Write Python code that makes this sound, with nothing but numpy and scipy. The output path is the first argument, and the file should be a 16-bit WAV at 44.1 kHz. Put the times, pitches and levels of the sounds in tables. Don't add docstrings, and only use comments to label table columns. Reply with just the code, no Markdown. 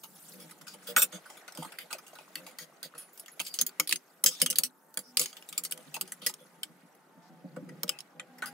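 import sys
import numpy as np
from scipy import signal
from scipy.fft import rfft, irfft
from scipy.io import wavfile
from scipy.ndimage import uniform_filter1d

SR = 44100
rng = np.random.default_rng(int(sys.argv[2]) if len(sys.argv) > 2 else 0)


def pcm_store(signal):
    levels = np.round(np.clip(np.atleast_2d(signal), -1, 1) * 32767)
    wavfile.write(sys.argv[1], SR, levels.astype(np.int16).T)


N = 376161

# f/Hz, correlation
SPREAD_LIKENESS = [(60, 0.66), (180, 0.84), (550, 0.78), (1650, 0.36), (4970, 0.12), (15000, 0.95)]
CLOSE_LIKENESS = [(200, 1), (1500, 0.9), (3000, 0.18), (6000, 0.44), (12000, 0.76)]
# f/Hz, lead/rad
LEFT_LEAD = [(100, 0.3), (600, -1.7), (2400, 0.9), (5000, 0.7), (8000, -0.2)]
# f/Hz, relative level/dB
ROOM_COLOUR = [(18, -76), (30, -44), (107, -31), (176, -15.5), (235, 2), (814, -1.5), (904, -3),
               (979, -3.5), (1530, -4), (3050, -40.5), (13000, -24.5), (15200, -37), (16500, -49.5)]
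# t/s, f/Hz, level/dB
MOTOR_WHINE = [(0, 893, -73.5), (3.8, 893, -97), (4.1, 893, -86), (4.5, 893, -86.5), (4.7, 893, -71.5),
               (5.4, 893, -67), (5.6, 893, -96), (6.3, 893, -80), (6.5, 893, -76), (7.2, 893, -68),
               (7.35, 880, -76), (7.6, 850, -70.5), (7.9, 820, -68), (8.3, 808, -70), (8.53, 808, -60.5)]
FAINT_TONE = [(0, 730, -103), (3.9, 693, -98), (4.1, 774, -82), (4.6, 748, -85.5), (5.4, 781, -74),
              (5.6, 745, -99), (7.1, 640, -92.5), (7.2, 670, -68.5), (7.3, 765, -65.5), (7.4, 738, -66.5),
              (7.6, 750, -88), (8.3, 744, -66), (8.53, 748, -68.5)]
# t/s, length/s, f/Hz, level/dB
LOW_HUMS = [(5.047, 0.21, 246, -58.5), (8.264, 0.31, 248, -56.5)]
# f/Hz, width/Hz, relative level/dB
PLATE_MODES = [(172, 32, 0), (250, 40, -6), (310, 40, -7), (375, 40, -8), (505, 35, -3), (600, 50, -8),
               (880, 90, -6), (1250, 90, -2), (1480, 100, -3), (1900, 140, -3)]
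ROD_MODES = [(2170, 34, 3), (2874, 34, -5), (3164, 29, 0), (4030, 63, -3), (4625, 63, 5.5),
             (4876, 8.6, -16.5), (5110, 41, 10.5), (5630, 97, -7.5), (6440, 23, 13), (6740, 9.9, 3),
             (7276, 40, -3), (7970, 23, 2.5), (8240, 48, -13), (7970, 39, -7.5), (8200, 70, 1),
             (9540, 25, -10.5), (8710, 36, -4), (9600, 64, -25), (10260, 20, -13), (10360, 75, 0),
             (11250, 43, -1.5), (12210, 43, -8.5), (12460, 19, -7), (12700, 73, -4), (13500, 33, -12.5),
             (14100, 39, -14), (13100, 110, -11.5), (14550, 88, -2)]
# t/s, lowest modes/dB, upper modes/dB
HANDLING = [(0.0, -68, -75), (0.97, -59.5, -63), (1.45, -79.5, -64), (2.59, -66.5, -64.5),
            (3.23, -77, -72.5), (3.68, -74, -61.5), (4.25, -75.5, -73), (4.47, -55.5, -65.5),
            (4.7, -70.5, -80), (4.96, -80, -72), (5.13, -70, -70.5), (5.41, -75.5, -66.5), (6.01, -63, -65),
            (7.06, -70, -72), (7.7, -46.5, -66.5), (7.93, -63.5, -59.5), (8.15, -70.5, -72),
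            (8.53, -57, -60)]
# t/s, lowest modes/dB, hollow modes/dB, hold/s
PLATE_BUMPS = [(0.09, -65, -83, 0.022), (0.2, -82, -69, 0.03), (0.336, -55, -55, 0.04),
               (0.37, -58, -55, 0.059), (0.432, -53, -55.5, 0.029), (0.605, -55.5, -80, 0.018),
               (0.747, -61, -49.5, 0.01), (0.883, -53, -38.5, 0.038), (0.97, -64, -40, 0.03),
               (1.019, -55, -42.5, 0.02), (1.128, -45, -45.5, 0.028), (1.363, -72, -61, 0.034),
               (1.58, -37.5, -43, 0.018), (1.649, -49.5, -63, 0.012), (1.829, -62, -53, 0.018),
               (1.943, -66, -47, 0.011), (2.178, -65, -68, 0.012), (2.36, -60, -57, 0.043),
               (2.411, -57, -55, 0.038), (2.473, -68, -57, 0.038), (2.603, -58, -53.5, 0.033),
               (2.845, -55, -53, 0.015), (2.944, -61.5, -52.5, 0.021), (3.307, -69, -78, 0.036),
               (3.404, -64, -65, 0.055), (3.587, -76, -47.5, 0.012), (3.792, -46, -40, 0.01),
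               (3.922, -47.5, -55, 0.019), (4.249, -49, -47, 0.028), (4.42, -39, -34.5, 0.01),
               (4.499, -58, -51.5, 0.026), (4.566, -61, -54, 0.043), (4.632, -60, -60, 0.024),
               (4.969, -50, -46.5, 0.021), (5.198, -44, -38.5, 0.01), (5.499, -60.5, -68, 0.039),
               (5.582, -59, -61, 0.036), (5.713, -62, -55, 0.08), (5.784, -59, -54.5, 0.026),
               (5.859, -53, -71, 0.028), (6.018, -54, -58, 0.026), (6.222, -52, -49, 0.01),
               (6.259, -56, -41.5, 0.013), (6.405, -64, -52, 0.026), (6.574, -60.5, -66.5, 0.026),
               (6.688, -57, -64, 0.026), (6.827, -55.5, -72.5, 0.023), (7.161, -55.5, -63, 0.027),
               (7.293, -53, -67, 0.035), (7.439, -41, -50, 0.019), (7.565, -40, -32.5, 0.01),
               (7.621, -40.5, -62, 0.015), (7.667, -54, -64, 0.022), (7.716, -51.5, -60, 0.038),
               (7.83, -41, -39.5, 0.017), (7.879, -65, -42.5, 0.015), (8.146, -56.5, -57.5, 0.053),
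               (8.2, -62, -53.5, 0.037), (8.414, -57, -61, 0.03)]
# t/s, level/dB, treble tilt/(dB per octave)
SLIDING = [(0.0, -63, 6.5), (0.31, -50.5, 4.5), (0.71, -66, -2), (0.88, -55, -1), (1.37, -62.5, -3.5),
           (1.49, -62, -3), (1.76, -57, -2.5), (1.92, -63.5, 0.5), (2.47, -57.5, -1.5), (2.63, -67, 0.5),
           (2.85, -66, -2.5), (3.56, -58, 1.5), (3.75, -68, -2), (3.87, -63.5, -0.5), (4.16, -67, 2.5),
           (4.3, -69, 5.5), (4.42, -46.5, 0), (4.47, -49.5, 2), (4.51, -52.5, 1.5), (4.63, -68, -5.5),
           (4.84, -72.5, 9.5), (5.39, -59.5, 0.5), (6.03, -57.5, -0.5), (6.15, -62, 1.5), (6.41, -65.5, 1),
           (7.24, -72.5, -1.5), (8.43, -72.5, -5.5), (8.53, -59, -1.5)]
# f/Hz, relative level/dB
GRIT_COLOUR = [(180, -52), (300, -11.5), (427, -8.5), (496, -6.5), (567, 6.5), (1090, -14), (1250, -4.5),
               (3770, -9.5), (10300, -10), (15400, -16), (16500, -34)]
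CLINK_COLOUR = [(880, -41.5), (1500, -9.5), (3220, -0.5), (4050, -3.5), (4570, -4.5), (6110, -6.5),
                (9600, 1.5), (11700, -0.5), (15100, -2), (15900, 3.5), (16500, -25.5)]
# t/s, length/s, f/Hz, width/Hz, level/dB
ROD_SINGS = [(2.36, 0.05, 2660, 100, -54.5), (3.438, 0.13, 4750, 250, -52), (4.29, 0.16, 3580, 492, -53),
             (4.282, 0.092, 5400, 980, -49), (4.458, 0.071, 2900, 150, -46), (5.021, 0.11, 5300, 720, -61),
             (7.9, 0.09, 2600, 120, -56), (7.21, 0.1, 4900, 3400, -69.5), (5.938, .04, 2630, 150, -44),
             (6.206, 0.046, 3100, 199, -61), (6.381, 0.073, 3400, 200, -67)]
# t/s, peak/dB, f/Hz
STRAIN_TICKS = [(0.979, -17.5, 1490), (1.256, -48, 1380), (1.302, -46, 840), (1.624, -33, 867),
                (1.648, -36, 1080), (1.949, -40, 625), (2.131, -44, 651), (2.187, -53, 910),
                (2.209, -49.5, 634), (2.279, -49.5, 1080), (2.304, -51, 655), (2.697, -52, 622),
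                (2.725, -51, 1140), (2.858, -45.5, 575), (2.939, -42, 1345), (3.798, -27, 1176),
                (4.417, -36, 1233), (5.967, -38, 866), (7.569, -35, 552), (7.835, -38.5, 1180)]
# f/Hz, relative level/dB, t60/s
LEVER_MODES = [(2575, -9, .3), (3525, -8, .2), (5680, -10, .3), (5800, -12, .3), (6525, -14, .08),
               (8361, 0, .3), (8417, 0, .3), (8540, -11, .2), (11480, 1, .3), (11543, -6, .3),
               (14832, -3, .3), (14943, 0, .3)]
PIN_MODES = [(6830, -14, 0.12), (7870, -11, 0.099), (9539, -49, 1.5), (10390, 0, 0.24), (11400, -9, 0.2),
             (13000, -7, 0.098)]
NUT_MODES = [(11150, 0, .2), (13700, -7, .1)]
# t/s, level/dB, time until damped/s
LEVER_KNOCKS = [(0.966, -19, 0.012), (.983, -21.5, 0.02), (1.018, -16, 0.016), (1.046, -67.5, 0.028)]
PIN_TINKLES = [(2.98, -33, .13), (3.195, -34, 0.0085)]
NUT_JINGLES = [(3.316, -44, .025)]
# t/s, ring peak/dB, high ring/Hz, low ring/Hz, knock re ring/dB, knock/Hz,
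# treble tilt/(dB per octave), crack t60/s, relative chatter/dB, chatter length/s
ROD_CLINKS = [(0.9632, -12, 8200, 2260, -0.5, 1350, -1.5, 0.041, -10, 0.025),
              (1.0186, -14, 11200, 2640, -19, 1580, 3, 0.059, -6.5, 0.029),
              (1.479, -36.5, 13400, 1950, -5, 1350, -7, 0.07, -14, 0.032),
              (1.522, -39, 8130, 3950, -15, 1400, 2, 0.034, -20, 0.035),
              (1.5494, -38.5, 7600, 5100, -17, 888, -2, 0.03, -5, 0.026),
              (1.5733, -32, 12900, 4800, -9, 999, -2.5, 0.021, -8, 0.078),
              (1.786, -28, 13400, 2100, -17, 1950, -5.5, 0.024, -7.5, 0.049),
              (1.928, -25, 6450, 2540, -10, 811, -1, 0.042, -4, 0.015),
              (2.08, -41, 9090, 5900, -14, 1610, 8, 0.027, -20, 0.024),
              (2.1864, -38.5, 6600, 2480, -3, 880, -7, 0.037, -10, 0.038),
              (2.355, -23, 13500, 4520, -19, 2080, -3, 0.018, -13.5, 0.038),
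              (2.5858, -29, 13400, 4600, -12.5, 1960, -2, 0.02, -3, 0.057),
              (2.829, -27.5, 14000, 4520, -14, 1930, -3, 0.012, -6, 0.038),
              (2.9785, -38, 10300, 5200, -13, 1690, -0.5, 0.03, 2, 0.055),
              (3.132, -46, 13700, 1900, -20, 842, 12, 0.03, -1, 0.081),
              (3.157, -51, 11900, 3350, -26, 1360, 4, 0.03, -22, 0.035),
              (3.1757, -39, 11500, 5630, -19, 980, 3, 0.03, -11, 0.035),
              (3.1966, -33, 10300, 5230, -32, 1400, 2, 0.03, -14, 0.035),
              (3.26, -39.5, 11500, 3270, -26, 891, -1.5, 0.027, -16, 0.049),
              (3.281, -40.5, 13400, 2100, -4, 1950, -6, 0.024, -13, 0.032),
              (3.3948, -27, 8000, 4700, -12, 1450, -4, 0.045, -14, 0.026),
              (3.3997, -21.5, 6360, 2660, -14, 830, -2, 0.056, -32, 0.015),
              (3.414, -27, 11000, 4630, -31, 899, 3, 0.026, -14, 0.052),
              (3.4814, -33, 13200, 4620, -35, 1250, 2, 0.03, -37, 0.04),
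              (3.5403, -24, 6460, 4530, -38, 1530, 3, 0.03, -4, 0.03),
              (3.588, -16.5, 6900, 5070, -27, 1970, -2.5, 0.02, -11.5, 0.035),
              (3.6122, -10, 6900, 6260, -29, 1990, 3, 0.039, -22, 0.013),
              (3.6648, -19, 14400, 4500, -42, 1810, 5, 0.036, -12, 0.021),
              (3.6915, -37, 15400, 4660, -15, 1400, -4, 0.03, -26, 0.023),
              (3.7983, -8.5, 13340, 2200, -23.5, 1200, -1.5, 0.031, -28.5, 0.048),
              (3.874, -24.5, 9800, 4800, -33, 1960, 0, 0.04, -16, 0.032),
              (3.8923, -19, 10000, 4400, -27, 1170, 0.5, 0.032, -7, 0.035),
              (3.9108, -22.5, 9800, 2950, -33, 2000, -3, 0.023, -10, 0.04),
              (3.925, -10.5, 7400, 4430, -30, 1110, -3.5, 0.035, -31, 0.018),
              (3.958, -24, 9100, 4500, -39, 1420, -0.5, 0.032, -21, 0.019),
              (4.2396, -6.5, 10600, 5770, -26.5, 1280, 4.5, 0.023, -22, 0.053),
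              (4.2606, -6.5, 7370, 4820, -35.5, 1730, 0.5, 0.039, -5.5, 0.028),
              (4.4, -31.5, 6560, 5530, -31, 1330, -4, 0.026, 2, 0.038),
              (4.4162, -7, 9040, 2960, -44, 1250, 2.5, 0.054, -9, 0.012),
              (4.461, -15.5, 9600, 3230, -20, 1310, -2.5, 0.05, -33, 0.012),
              (4.5008, -14.5, 9150, 5380, -48, 2000, 2, 0.063, -7, 0.016),
              (4.508, -17.5, 9600, 5290, -44, 1450, 4, 0.03, -23, 0.021),
              (4.5275, -28, 9600, 3250, -18, 1250, -5, 0.03, -29, 0.035),
              (4.557, -21, 12500, 4730, -31, 2000, -1.5, 0.03, -11.5, 0.042),
              (4.5846, -8.5, 8200, 4500, -32, 1320, 2.5, 0.042, -32, 0.043),
              (4.6348, -15.5, 8380, 5400, -33.5, 1230, 1.5, 0.03, -7, 0.026),
              (4.9412, -40, 13600, 6000, -16.5, 1399, 6, 0.031, -23, 0.048),
              (4.9725, -18, 10300, 4560, -17.5, 1630, 0, 0.029, -30, 0.041),
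              (4.9904, -25.5, 10600, 4730, -28, 1240, 3, 0.034, -12.5, 0.028),
              (5.1705, -10.5, 8050, 5140, -28.5, 1210, -0.5, 0.03, -16.5, 0.076),
              (5.1946, -11, 6350, 5470, -29, 1250, 4, 0.048, -12.5, 0.048),
              (5.214, -16.5, 10000, 4630, -24, 1190, -0.5, 0.026, -10, 0.035),
              (5.2577, -25, 6130, 4600, -24, 883, -1, 0.03, -16.5, 0.059),
              (5.3284, -35.5, 8050, 3280, -16, 1390, -2, 0.036, -14, 0.044),
              (5.3677, -36, 6100, 3500, -15, 1840, -3, 0.048, -7, 0.022),
              (5.424, -41, 6770, 2900, -18, 1780, -4, 0.03, -22, 0.035),
              (5.4887, -30, 7870, 3950, -34, 829, 1.5, 0.053, -16, 0.023),
              (5.5266, -30.5, 6700, 3570, -16, 1170, -1.5, 0.042, -17.5, 0.054),
              (5.578, -15.5, 8060, 4640, -29.5, 1190, 1.5, 0.046, -15, 0.019),
              (5.6366, -22.5, 7050, 4800, -34, 2000, 5, 0.053, -5, 0.022),
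              (5.6494, -24.5, 8300, 5480, -25, 1250, 1.5, 0.036, 2, 0.013),
              (5.7104, -27.5, 9600, 4840, -19.5, 1560, 4, 0.051, -3, 0.019),
              (5.722, -21, 11200, 3060, -35, 1600, 0.5, 0.038, -30, 0.035),
              (5.7756, -35, 9200, 3120, -16, 867, -1.5, 0.023, -20, 0.058),
              (5.9418, -26.5, 7060, 2630, -17, 845, 0, 0.057, -5, 0.026),
              (5.965, -29, 6700, 2520, -7.5, 877, -3, 0.041, -66, 0.013),
              (6.011, -16.5, 8050, 4800, -25, 1160, 1, 0.039, -28, 0.022),
              (6.0551, -48, 9570, 2410, -18, 1520, -6, 0.03, -10, 0.035),
              (6.076, -39.5, 9500, 4830, -15, 1560, -2, 0.036, -3, 0.029),
              (6.12, -25.5, 9900, 1930, -14, 1830, 0.5, 0.059, -17, 0.016),
              (6.218, -38.5, 10100, 3230, -10.5, 1230, -4, 0.026, 5, 0.086),
              (6.2634, -15, 10800, 1940, -27, 2040, -1, 0.039, -16, 0.0348),
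              (6.2676, -15.5, 11060, 4500, -21, 2100, 1.5, 0.04, -14, 0.039),
              (6.295, -28, 6940, 3870, -12.5, 880, -0.5, 0.05, -19, 0.017),
              (6.339, -33, 6450, 5460, -24, 1180, 0, 0.032, -30, 0.023),
              (6.6316, -23.5, 7700, 3110, -21.5, 1590, -0.5, 0.034, -23, 0.024),
              (6.95, -51.5, 11170, 2193, -17.5, 896, 2, 0.03, -31, 0.041),
              (7.8325, -18.5, 13600, 5375, -19.5, 1190, 0, 0.029, -35, 0.08),
              (7.8793, -33, 8190, 5300, -24, 1950, -5, 0.034, -14, 0.032),
              (7.892, -14, 7700, 3010, -23, 1240, 0.5, 0.029, -23.5, 0.033),
              (7.988, -35, 9100, 5040, -20.5, 984, -5.5, 0.029, -19, 0.029),
              (8.0045, -32, 6500, 5400, -30, 807, -2, 0.028, -20, 0.014),
              (8.1963, -30, 6150, 3160, -8, 1980, -9.5, 0.036, -17, 0.026),
              (8.4213, -31.5, 6950, 1910, 6, 1580, -5, 0.025, 3, 0.027),
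              (8.4577, -29, 10700, 1960, -11, 1520, -1.5, 0.03, 5, 0.033)]
ROD_RUBS = [(0.0334, -35, 14100, 2870, -10.5, 950, -0.18, 0.07, -13, 0.031),
            (0.1555, -50, 12700, 5450, -11, 855, -2, 0.035, -12, 0.066),
            (0.399, -42.5, 10000, 4870, -16, 1360, -1.4, 0.026, -4, 0.044),
            (0.4908, -48, 8770, 2400, -6, 929, -1.8, 0.035, -6, 0.033),
            (0.5091, -37.5, 10450, 1930, -13, 1350, -1.7, 0.025, -12, 0.016),
            (0.611, -41, 11400, 2030, -8.5, 1410, -2, 0.035, -17, 0.023),
            (0.6669, -41, 6900, 2450, -5, 1510, -1.3, 0.035, -10, 0.034),
            (0.6783, -36, 7650, 4760, -13, 1380, -1.4, 0.026, -16, 0.071),
            (0.7372, -38.5, 9900, 2990, -9, 870, -1.4, 0.035, -12, 0.019),
            (0.8237, -48, 8000, 5870, -24, 910, -1.1, 0.021, 8, 0.098),
            (0.868, -31.5, 16200, 3410, -15, 1570, 1, 0.017, 21, 0.051),
            (0.9784, -18, 14900, 3720, -10, 1450, 0.16, 0.028, -9, 0.066),
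            (1.121, -37.5, 8200, 3460, -6, 1540, -2.7, 0.012, -1, 0.056),
            (1.2566, -47.5, 9600, 1960, 4.5, 1380, -1.4, 0.029, -9, 0.066),
            (1.2988, -40.5, 8000, 2040, -4.5, 810, -3.2, 0.029, -15, 0.079),
            (1.3693, -41.5, 11300, 3380, -7, 1460, 0.27, 0.028, -12, 0.043),
            (1.6251, -34, 8560, 2060, -2.5, 870, -2.5, 0.027, -14.5, 0.04),
            (1.6475, -40, 8600, 4210, 0.5, 1080, -0.61, 0.019, -16, 0.046),
            (1.7195, -40, 7900, 2700, -5.5, 1400, -2.3, 0.027, -21, 0.025),
            (1.9046, -35.5, 7800, 2670, -2.5, 1400, -2.8, 0.048, -7, 0.06),
            (1.9825, -40, 13900, 2360, -5, 1410, -2, 0.032, -15, 0.021),
            (2.0643, -44, 7950, 2800, -17, 1470, -1.4, 0.03, -9, 0.035),
            (2.1305, -51, 6400, 2230, 2, 770, -2.4, 0.035, -9, 0.04),
            (2.152, -43, 5860, 3930, -1.5, 1440, -1.8, 0.029, -20, 0.09),
            (2.464, -38, 6840, 2270, -6, 816, -0.55, 0.016, -13.5, 0.034),
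            (2.5082, -48, 9700, 2160, -12, 872, -3.4, 0.035, -12, 0.026),
            (2.9484, -48, 9800, 2600, 3, 1340, -2, 0.017, -13.5, 0.12),
            (3.4457, -35, 8400, 5500, -33, 1210, -1.3, 0.039, 1, 0.027),
            (3.464, -30.5, 6800, 4570, -34, 1260, 0.2, 0.027, -12, 0.028),
            (4.3073, -34, 6390, 5860, -17, 1180, -1, 0.032, 0, 0.042),
            (4.3477, -39, 6270, 4600, -24, 1170, -2, 0.03, -8, 0.065),
            (6.399, -53, 11300, 3160, -18, 1080, -2, 0.035, -12, 0.024),
            (7.5617, -46.5, 7880, 2280, 5.5, 1220, -3.6, 0.035, -19, 0.023),
            (7.6888, -49, 10500, 1920, 3, 1960, -2.3, 0.035, -20, 0.013),
            (8.3823, -43.5, 12100, 1940, -6, 1950, -1.8, 0.035, -12, 0.015)]

CLINK_RISE_S, RUB_RISE_S, BUMP_RISE_S = 0.00073, 0.0055, 0.005
BUMP_FALL_DB_PER_S, TICK_PEAK_CYCLES, PAN_SCATTER_DB = 601, 1.23, 1.5
ROOM_NOISE_DB, REFLECTIONS_DB = -65, -20.5
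HOLLOW_RE_LOW_DB, THUD_RE_RING_DB = -13.5, -33.5
BASS_CUT_HZ, SHELF_HZ, TOP_HZ = 150, 15750, 16900


def gain_of(db):
    return 10 ** (np.asarray(db) / 20)


def unit_rms(x):
    return x / np.sqrt(np.mean(x ** 2) + 1e-20)


def drift(samples):
    return unit_rms(uniform_filter1d(rng.standard_normal(N), size=samples))


def at_hz(points, hz):
    f, value = np.transpose(points)
    return np.interp(np.log(hz + 1), np.log(f + 1), value)


def at_time(rows, t):
    times, *columns = np.transpose(rows)
    return [np.interp(t, times, column) for column in columns]


def add(mix, start_s, sound):
    part = mix[:, round(start_s * SR):][:, :sound.shape[1]]
    part += sound[:, :part.shape[1]]


def noise_pair(shape, hz, likeness):
    a, b, c, d = rng.standard_normal((4, *shape))
    same = np.clip(at_hz(likeness, hz), 0, 1).reshape(-1, *[1] * (len(shape) - 1))
    left = a + 1j * b
    return np.array([left, same * left + np.sqrt(1 - same ** 2) * (c + 1j * d)])


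def resonances(table, hz, strengths):
    f, width, db = np.transpose(table)[:, :, None]
    return (strengths[:, None] * gain_of(db) / (1 + 2j * (hz - f) / width)).sum(0)


def wash(colour_db, patchy_db, size):
    hop = size // 4
    hz, t = np.fft.rfftfreq(size, 1 / SR), np.arange(N // hop + 5) * hop / SR
    patches = rng.standard_normal((len(t), len(hz))).T
    patches = unit_rms(uniform_filter1d(uniform_filter1d(patches, size=6, axis=0), size=8, axis=1))
    spectra = noise_pair(patches.shape, hz, SPREAD_LIKENESS)
    spectra *= gain_of(colour_db(hz[:, None], t) + patchy_db * patches)
    return unit_rms(signal.istft(spectra, nperseg=size, noverlap=size - hop)[1][:, :N])


def room_noise():
    return gain_of(ROOM_NOISE_DB) * wash(lambda hz, t: at_hz(ROOM_COLOUR, hz), patchy_db=2.2, size=1024)


def motor_and_hums():
    t, out = np.arange(N) / SR, np.zeros((1, N))
    for rows, octave_db in ((MOTOR_WHINE, -10.5), (FAINT_TONE, -14)):
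        hz, db = at_time(rows, t)
        phase = 2 * np.pi * np.cumsum(hz + 3.6 * drift(3000)) / SR
        flicker_db = 4 * drift(2500)
        out += gain_of(db + flicker_db) * (np.sin(phase) + gain_of(octave_db) * np.sin(2 * phase))
    for start_s, length_s, hz, db in LOW_HUMS:
        hum = gain_of(db) * np.sin(2 * np.pi * hz * t[:round(length_s * SR)])
        add(out, start_s, hum[None] * signal.windows.tukey(len(hum), .4))
    return out


def reflections(x):
    slots = np.arange(150, 9000, 20)
    taps = np.zeros((2, slots[-1] + 20))
    delays = slots + rng.integers(0, 20, (2, len(slots)))
    np.put_along_axis(taps, delays, rng.choice([-1., 1.], delays.shape), axis=1)
    taps *= gain_of(-60 * np.arange(taps.shape[1]) / SR / 0.04)
    return signal.oaconvolve(x, taps / np.linalg.norm(taps[0]), axes=1)[:, :N]


def plate_bump(low_db, hollow_db, hold_s):
    def swing(hz, width, db):
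        cycles = (hz + 0.4 * width * rng.normal()) * t + rng.random()
        return gain_of(db) * np.sin(2 * np.pi * (cycles + 0.09 * rng.normal(size=(2, 1))))

    t = np.arange(round(SR / 4)) / SR
    envelope = np.minimum(t / BUMP_RISE_S, 1) * gain_of(-BUMP_FALL_DB_PER_S * np.maximum(t - hold_s, 0))
    low = sum(swing(*mode) for mode in PLATE_MODES[:3])
    hollow = sum(swing(*mode) for mode in PLATE_MODES[4:6])
    return envelope * (gain_of(low_db) * low + gain_of(hollow_db) * hollow)


def plate_rumble():
    def mode_noise(table, steepness):
        response = lambda hz: abs(resonances(table, hz[:, 0], np.ones(len(table))))[:, None]
        return wash(lambda hz, t: steepness * np.log10(response(hz)), patchy_db=1.5, size=1024)

    low_db, upper_db = at_time(HANDLING, np.arange(N) / SR)
    low = mode_noise(PLATE_MODES[:3], steepness=36)
    hollow = mode_noise(PLATE_MODES[4:5], steepness=40)
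    upper = mode_noise(PLATE_MODES[3:], steepness=12)
    out = gain_of(low_db) * (low + gain_of(HOLLOW_RE_LOW_DB) * hollow) + gain_of(upper_db) * upper
    for start_s, *bump in PLATE_BUMPS:
        add(out, start_s, plate_bump(*bump))
    return out


def scrape():
    colour_db = lambda hz, t: at_hz(GRIT_COLOUR, hz) + at_time(SLIDING, t)[1] * np.log2(hz / 6000 + .05)
    level_db = at_time(SLIDING, np.arange(N) / SR)[0] + 0.83 * drift(300)
    return gain_of(level_db) * wash(colour_db, patchy_db=5, size=256)


def rod_sing(length_s, centre_hz, width_hz, db):
    size = round(length_s * SR)
    hz = np.fft.rfftfreq(size, 1 / SR)
    friction = noise_pair(hz.shape, hz, SPREAD_LIKENESS)
    tone = irfft(friction / (1 + (2 * (hz - centre_hz) / width_hz) ** 2), size)
    return gain_of(db) * unit_rms(tone) * signal.windows.tukey(size, .5)


def strain_tick(db, hz):
    cycles = np.arange(2000) / SR * hz
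    age = cycles / TICK_PEAK_CYCLES
    envelope = gain_of(db) * age * np.exp(1 - age)
    return envelope * np.sin(2 * np.pi * (cycles + 0.04 * rng.normal(size=(2, 1))))


def free_ring(table, db, hold_s):
    t = np.arange(round((hold_s + 0.11) * SR)) / SR
    envelope = np.minimum(t / .002, 1) * gain_of(-1100 * np.maximum(t - hold_s, 0))
    phases = rng.random((len(table), 1)) + 0.073 * rng.standard_normal((len(table), 2))
    ring = sum(gain_of(mode_db - 60 * t / t60) * np.sin(2 * np.pi * (hz * t + phase[:, None]))
               for (hz, mode_db, t60), phase in zip(table, phases))
    return gain_of(db) * envelope * ring / 2


def clink(rise_s, db, high_hz, low_hz, knock_db, knock_hz, treble_tilt, crack_t60, chatter_db, chatter_s):
    size = 8192
    t, hz = np.arange(size) / SR, np.fft.rfftfreq(size, 1 / SR)
    thud_hz = rng.choice(PLATE_MODES[1:5])[0]
    pan_db = PAN_SCATTER_DB * rng.standard_normal()
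    right_lag = np.exp([[0], [-1j]] * at_hz(LEFT_LEAD, hz))
    noise = irfft(noise_pair(hz.shape, hz, CLOSE_LIKENESS) * right_lag, size)
    chatter = gain_of(chatter_db - 30 * t) / (1 + np.exp(np.minimum((t - chatter_s) / 0.0075, 50)))

    def force(t60, attack_s, chatter_share):
        crack = gain_of(-60 * t / t60) + 1.66 * np.exp(-t / 0.0009)
        return rfft(noise * (crack + chatter_share * chatter) * np.minimum(t / attack_s, 1))

    def peak(centre_hz, relative_width):
        return 1 / (1 + 2j * (hz - centre_hz) / (relative_width * centre_hz))

    favoured = 2.5 * peak(high_hz, 0.067) + 5.3 * peak(low_hz, 0.045) + 0.68 * peak(low_hz, 0.81)
    held = [(f, width + 130, mode_db) for f, width, mode_db in ROD_MODES]
    rod = .7 + favoured + 1.7 * resonances(held, hz * rng.normal(1, .05), rng.standard_normal(len(held)))
    tilt_db = np.clip(np.log2(hz / 8000 + 1e-6), -1.5, 1) * treble_tilt
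    ring = force(crack_t60, rise_s, 0.75) * rod * gain_of(tilt_db + at_hz(CLINK_COLOUR, hz))

    plate = .3 + resonances(PLATE_MODES, hz, rng.normal(1, .3, len(PLATE_MODES)))
    knock_colour = (peak(knock_hz, 0.31) + 0.26 * peak(1200, 0.98) ** 2) * peak(knock_hz, 0.98)
    thud_colour = peak(thud_hz, 0.089) ** 2 + 0.28 * peak(330, 1.0) ** 2
    knock = force(0.048, rise_s + 0.0024, 0.26) * knock_colour * plate
    thud = force(0.09, rise_s + 0.002, .4) * thud_colour * plate

    parts = zip(irfft(np.array([ring, knock, thud]), size), (0, knock_db, THUD_RE_RING_DB))
    sound = sum(gain_of(db + part_db) * part / abs(part.mean(0)).max() for part, part_db in parts)
    fade = np.clip(4 * (1 - t / t[-1]) - 1, 0, 1)
    return sound * fade * gain_of([[pan_db / 2], [-pan_db / 2]])


def scene():
    steel = np.zeros((2, N))
    for rows, rise_s in ((ROD_CLINKS, CLINK_RISE_S), (ROD_RUBS, RUB_RISE_S)):
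        for start_s, *blow in rows:
            add(steel, start_s, clink(rise_s, *blow))
    for table, rows in ((LEVER_MODES, LEVER_KNOCKS), (PIN_MODES, PIN_TINKLES), (NUT_MODES, NUT_JINGLES)):
        for start_s, db, hold_s in rows:
            add(steel, start_s, free_ring(table, db, hold_s))
    for start_s, db, hz in STRAIN_TICKS:
        add(steel, start_s, strain_tick(db, hz))
    for start_s, *sing in ROD_SINGS:
        add(steel, start_s, rod_sing(*sing))
    room = room_noise() + gain_of(REFLECTIONS_DB) * reflections(steel)
    return room + steel + scrape() + plate_rumble() + motor_and_hums()


def record(dry):
    bass_cut = signal.butter(8, BASS_CUT_HZ, "high", fs=SR, output="sos")
    thinned = signal.sosfilt(bass_cut, dry) + gain_of(-24) * dry
    below_shelf, below_top = (signal.firwin(511, hz, window=("kaiser", 9), fs=SR)
                              for hz in (SHELF_HZ, TOP_HZ))
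    treble_step = below_shelf + gain_of(-20.5) * (below_top - below_shelf)
    return signal.oaconvolve(thinned, treble_step[None], "same", axes=1)


dry = scene()
out = record(dry)
pcm_store(out)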